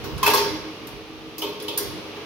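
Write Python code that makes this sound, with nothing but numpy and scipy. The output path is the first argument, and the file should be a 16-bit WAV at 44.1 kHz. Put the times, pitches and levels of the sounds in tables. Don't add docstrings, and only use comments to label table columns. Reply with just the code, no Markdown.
import sys
import numpy as np
from scipy import signal
from scipy.fft import rfft, irfft
from scipy.io import wavfile
from scipy.ndimage import uniform_filter1d, map_coordinates

SR = 44100
rng = np.random.default_rng(int(sys.argv[2]) if len(sys.argv) > 2 else 0)


def master_out(mix):
    frames = np.transpose(np.atleast_2d(mix))
    ceiling = np.clip(frames, -1, 1)
    pcm = np.round(ceiling * 32767).astype(np.int16)
    wavfile.write(sys.argv[1], SR, pcm)


N = 99225
TIME, BIN_HZ = np.arange(N) / SR, np.fft.rfftfreq(N, 1 / SR)

IMPACT_BANDS = [400, 900, 1150, 1700, 2900, 5000, 11000]
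# (time [s], level in each of the seven bands [dB],
# free ringing of the rods [dB], note of the struck spot [Hz], level of that note [dB])
IMPACTS = [(0.040, -10.5, -17.5, -16.5, -15.5, -40, -19, -26, 13, 4430, -38),
           (0.178, -12.5, -26, -13, -20, -26, -20, -27.5, -3, 10230, -40.5),
           (0.229, -16, -1, -3.5, -1.5, -9, -5.5, -6.5, 4.5, 1045, -6),
           (0.263, -1, 3, -5, 7, -3, -1, -2, -18, 2604, -9),
           (0.276, 2.5, -3.5, -8, -15, -2, -10, -4, -5, 926, -12),
           (0.300, -4.5, -46, -15, -22, -28, -13, -6, -8, 2670, -17),
           (0.335, -2, -3.5, -26, -26, -7.5, -1.5, -4, -4, 1049, -12),
           (0.344, -19, -4, -8.5, -2, -12, -18, -1, -1, 1097, -7.5),
           (0.371, -12.5, -15, -38, -15, -19.5, -0.5, -11.5, 10, 5250, -40),
           (0.870, -37, -25, -27, -32, -23, -26.5, -21.5, -7, 12900, -41),
           (1.381, -16.5, -38, -28, -26, -28, -15, -17, 9, 13600, -34),
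           (1.419, -4.5, -12, -13, -24, -7.5, -15.5, -14.5, 0, 2940, -24.5),
           (1.599, -23, -35, -31, -23, -19.5, -21, -28, -14, 4900, -39),
           (1.623, -16.5, -59, -31, -32, -43, -26, -21, -1, 10000, -37),
           (1.681, -9, -13, -20, -51, -5, -16.5, -19, 0, 3082, -21),
           (1.775, -4, -17, -19.5, -10.5, -18.5, -7, 0, -11, 9500, -22.5),
           (2.162, -14, -27, -43, -19.5, -25, -30, -42, 3, 327, -26)]
def struck_modes(modes, extra_db, scatter_db, rise_s):
    out, t = np.zeros((2, N)), np.arange(SR) / SR
    detune = 0.00197
    for hz, db, t60 in modes:
        mode = np.zeros((2, N))
        envelope = undb(db) * decay(t, t60) * (1 - np.exp(-t / rise_s))
        draws = rng.standard_normal((len(IMPACTS), 4))
        for (start, *spectrum, _, _, _), extra, draw in zip(IMPACTS, extra_db, draws):
            tune, size, phase, skew = draw
            strength = undb(at_hz(hz, IMPACT_BANDS, spectrum) + extra + scatter_db * size)
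            add(mode, start, tone(t, hz * (1 + detune * tune), phase, skew) * envelope * strength)
        out += mode * flutter(hz)
    return out


# (frequency [Hz], level [dB], decay time T60 [s])
TABLE_RESONANCES = [(260.7, -40, 1.1), (308.6, -35.5, 1.32), (405.5, -27.5, 0.79), (422.6, -31.5, 1.18),
                    (448, -39, 0.56), (490.8, -31.5, 0.78), (522, -51.5, 0.87), (591, -41, 1),
                    (865, -32.5, 0.45), (905, -30.5, 0.85), (930, -27, 0.47), (961, -34, 0.35),
                    (1084, -30.5, 1.05), (1178, -30, 0.44), (1639, -27, 0.21), (1640, -41, 0.64),
                    (2070, -40, 0.83)]
def steel_table():
    return struck_modes(TABLE_RESONANCES, np.full(len(IMPACTS), 2.5), scatter_db=1.5, rise_s=0.015)


# (frequency [Hz], level [dB], decay time T60 [s])
ROD_RESONANCES = [(2530, -35, 1), (2597, -29.5, 0.43), (2550, -30, 0.47), (3130, -28, 0.48),
                  (3160, -35, 0.32), (3500, -56, 0.13), (4020, -33.5, 0.76), (4200, -43, 0.32),
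                  (4680, -43, 0.28), (5240, -47.5, 1), (5580, -45, 0.8), (6290, -37, 0.27),
                  (10160, -39, 0.5), (11413, -40, 0.45), (11930, -45, .3), (12030, -32.5, 0.41),
                  (12700, -36.5, 0.41), (13900, -37, 0.48), (15580, -32, 0.32)]
def rods():
    free_db = np.array([free for *_, free, _, _ in IMPACTS])
    return struck_modes(ROD_RESONANCES, free_db - 2, scatter_db=3, rise_s=0.001)


def struck_spots():
    out, t = np.zeros((2, N)), np.arange(SR // 2) / SR
    envelope = decay(t, t60=0.04) + undb(-14) * decay(t, t60=0.34)
    for (start, *_, hz, db), (phase, skew) in zip(IMPACTS, rng.standard_normal((len(IMPACTS), 2))):
        add(out, start, tone(t, hz, phase, skew) * undb(db) * envelope * swell(t, hz))
    return out


# (frequency [Hz], third-octave level [dB], crash T60 [s],
# room tail relative to the crash [dB], room T60 [s])
BUNDLE_BANDS = [(148, -44, .2, -1.5, 1.0), (267, -47, 0.16, -3, 1.0), (444, -24, 0.29, -6, 1.0),
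                (756, -35.5, 0.2, -12.5, 1), (1057, -23, 0.12, -5, 1), (1560, -32, 0.13, -6.5, 0.99),
                (2750, -24, 0.075, -3.5, 0.74), (5480, -22.5, 0.13, -5.5, 0.74),
                (8200, -37, 0.13, -8.5, 0.24), (10510, -21, 0.11, -12, 0.57), (13100, -20, 0.073, -8, 0.27),
                (16000, -31.5, 0.054, -19, 0.31)]
def bundle_clatter():
    out = np.zeros((2, N))
    points, *columns = np.array(BUNDLE_BANDS).T
    spacing_hz, ripple_db, ripple_from_hz, room_rise_s = 55.31, 6.5, 5400, 0.004
    peaks = map_coordinates(rng.standard_normal(2048), [BIN_HZ / spacing_hz], order=1, mode="mirror")
    ripple = undb(ripple_db * peaks * BIN_HZ / np.hypot(BIN_HZ, ripple_from_hz))
    for hz in 160 * 2 ** (np.arange(21) / 3):
        db, crash_t60, room_db, room_t60 = (at_hz(hz, points, column) for column in columns)
        crash = decay(TIME, crash_t60)
        room = undb(room_db) * decay(TIME, room_t60) * (1 - np.exp(-TIME / room_rise_s))
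        impact_power = (crash ** 2 + room ** 2) * swell(TIME, hz) ** 2
        power = np.zeros((1, N))
        for start, *spectrum, _, _, _ in IMPACTS:
            add(power, start, impact_power[None] * undb(at_hz(hz, IMPACT_BANDS, spectrum)) ** 2)
        band = np.sqrt(np.maximum(1 - 3 * abs(np.log2((BIN_HZ + 1) / hz)), 0))
        out += undb(db) * np.sqrt(power) * stereo_noise(band * ripple, stereo_width(BIN_HZ))
    return out


# (frequency [Hz], level [dB])
MOTOR_LINES = [(99, -58.5), (316, -45), (411, -54), (452, -50.5), (526, -60.5), (737, -66), (1174, -60.5)]
def motor():
    out, depth = np.zeros(N), 1.1
    for hz, db in MOTOR_LINES:
        waver = 1 + depth * (wander(per_s=15) + 1j * wander(per_s=15))
        line = np.real(waver * np.exp(2j * np.pi * hz * TIME))
        out += undb(db) * line / line.std()
    return out


# (frequency [Hz], relative spectral density [dB])
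NOISE_SPECTRUM = [(30, -35), (100, -6.5), (200, 0.5), (300, 3), (450, 2), (620, -2.5), (1200, -5),
                  (1600, -11.5), (2800, -6.5), (5000, -15.5), (6200, -20), (7400, -34), (11000, -29),
                  (16000, -34)]
# (time [s], level [dB])
NOISE_ENVELOPE = [(0, -37.5), (.7, -38.5), (1.05, -41.5), (1.35, -41.5), (1.75, -39.5), (1.95, -37),
                  (2.25, -38)]
def workshop_noise():
    return shaped_noise(NOISE_SPECTRUM, NOISE_ENVELOPE, stereo_width(BIN_HZ))


# (frequency [Hz], relative spectral density [dB])
RUMBLE_SPECTRUM = [(20, -25), (45, -2), (90, -1), (170, -1.5), (260, -15.5), (600, -49)]
# (time [s], level [dB])
RUMBLE_ENVELOPE = [(0, -39.5), (.1, -40), (.135, -33), (.21, -33), (.3, -42), (.52, -38.5), (.62, -43),
                   (.76, -54.5), (.96, -43.5), (1.02, -50), (1.3, -50.5), (1.52, -52), (1.72, -56.5),
                   (1.89, -37.5), (1.96, -42.5), (2.05, -51), (2.25, -55)]
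def rumble():
    return shaped_noise(RUMBLE_SPECTRUM, RUMBLE_ENVELOPE, width=0.89) * undb(-1) * pan(right_db=5.5)


def decay(t, t60):
    return np.exp(-np.log(1000) * t / t60)


def swell(t, hz):
    contact_s, cycles, thud_rise_s, thud_below_hz = 0.00042, 2.6, 0.032, 600
    rise_s = contact_s + cycles / hz + thud_rise_s * (hz < thud_below_hz)
    return 1 - np.exp(-t / rise_s)


def flutter(hz, depth_db=4.5, per_s=35):
    width = stereo_width(hz)
    separate = np.array([wander(per_s), wander(per_s)])
    shared = np.sqrt(1 - width ** 2) * wander(per_s)
    return undb(depth_db * (shared + width * separate))


def tone(t, hz, phase, skew):
    left_shift = 2 * skew * stereo_width(hz) - left_lag(hz)
    return np.sin(2 * np.pi * (hz * t + phase) + np.array([[left_shift], [0]]))


def left_lag(hz, delay_s=0.000307, above_hz=3600):
    return 2 * np.pi * hz * delay_s * (hz > above_hz)


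def stereo_width(hz, corner_hz=1570):
    return hz / np.hypot(hz, corner_hz)


def pan(right_db):
    return undb(np.array([[-.5], [.5]]) * right_db)


def stereo_noise(gain, width):
    mid, side = rfft(rng.standard_normal((2, N)))
    left = (mid + width * side) * np.exp(-1j * left_lag(BIN_HZ))
    right = mid - width * side
    noise = irfft(np.array([left, right]) * gain, N)
    return noise / noise.std()


def shaped_noise(spectrum, envelope, width):
    gain = undb(at_hz(BIN_HZ, *np.array(spectrum).T))
    level_db = np.interp(TIME, *np.array(envelope).T)
    return stereo_noise(gain, width) * undb(level_db)


def wander(per_s):
    knots = rng.standard_normal(512)
    curve = np.interp(TIME * per_s, np.arange(len(knots)), knots)
    return uniform_filter1d(curve, int(SR / per_s / 2) + 1)


def add(out, start_s, sound):
    i = int(start_s * SR)
    out[:, i:i + sound.shape[1]] += sound[:, :N - i]


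def at_hz(hz, points, values):
    return np.interp(np.log(np.maximum(hz, 1)), np.log(points), values)


def undb(db):
    return 10 ** (np.asarray(db) / 20)


def scene():
    clanks = steel_table() + rods() + struck_spots() + undb(0.5) * bundle_clatter()
    return (clanks + motor() + workshop_noise() + rumble()) * pan(right_db=0.53)


def record(dry):
    cutoff_hz = 16300
    return signal.sosfilt(signal.ellip(10, .2, 80, cutoff_hz, fs=SR, output="sos"), dry)


dry = scene()
out = record(dry)
master_out(out)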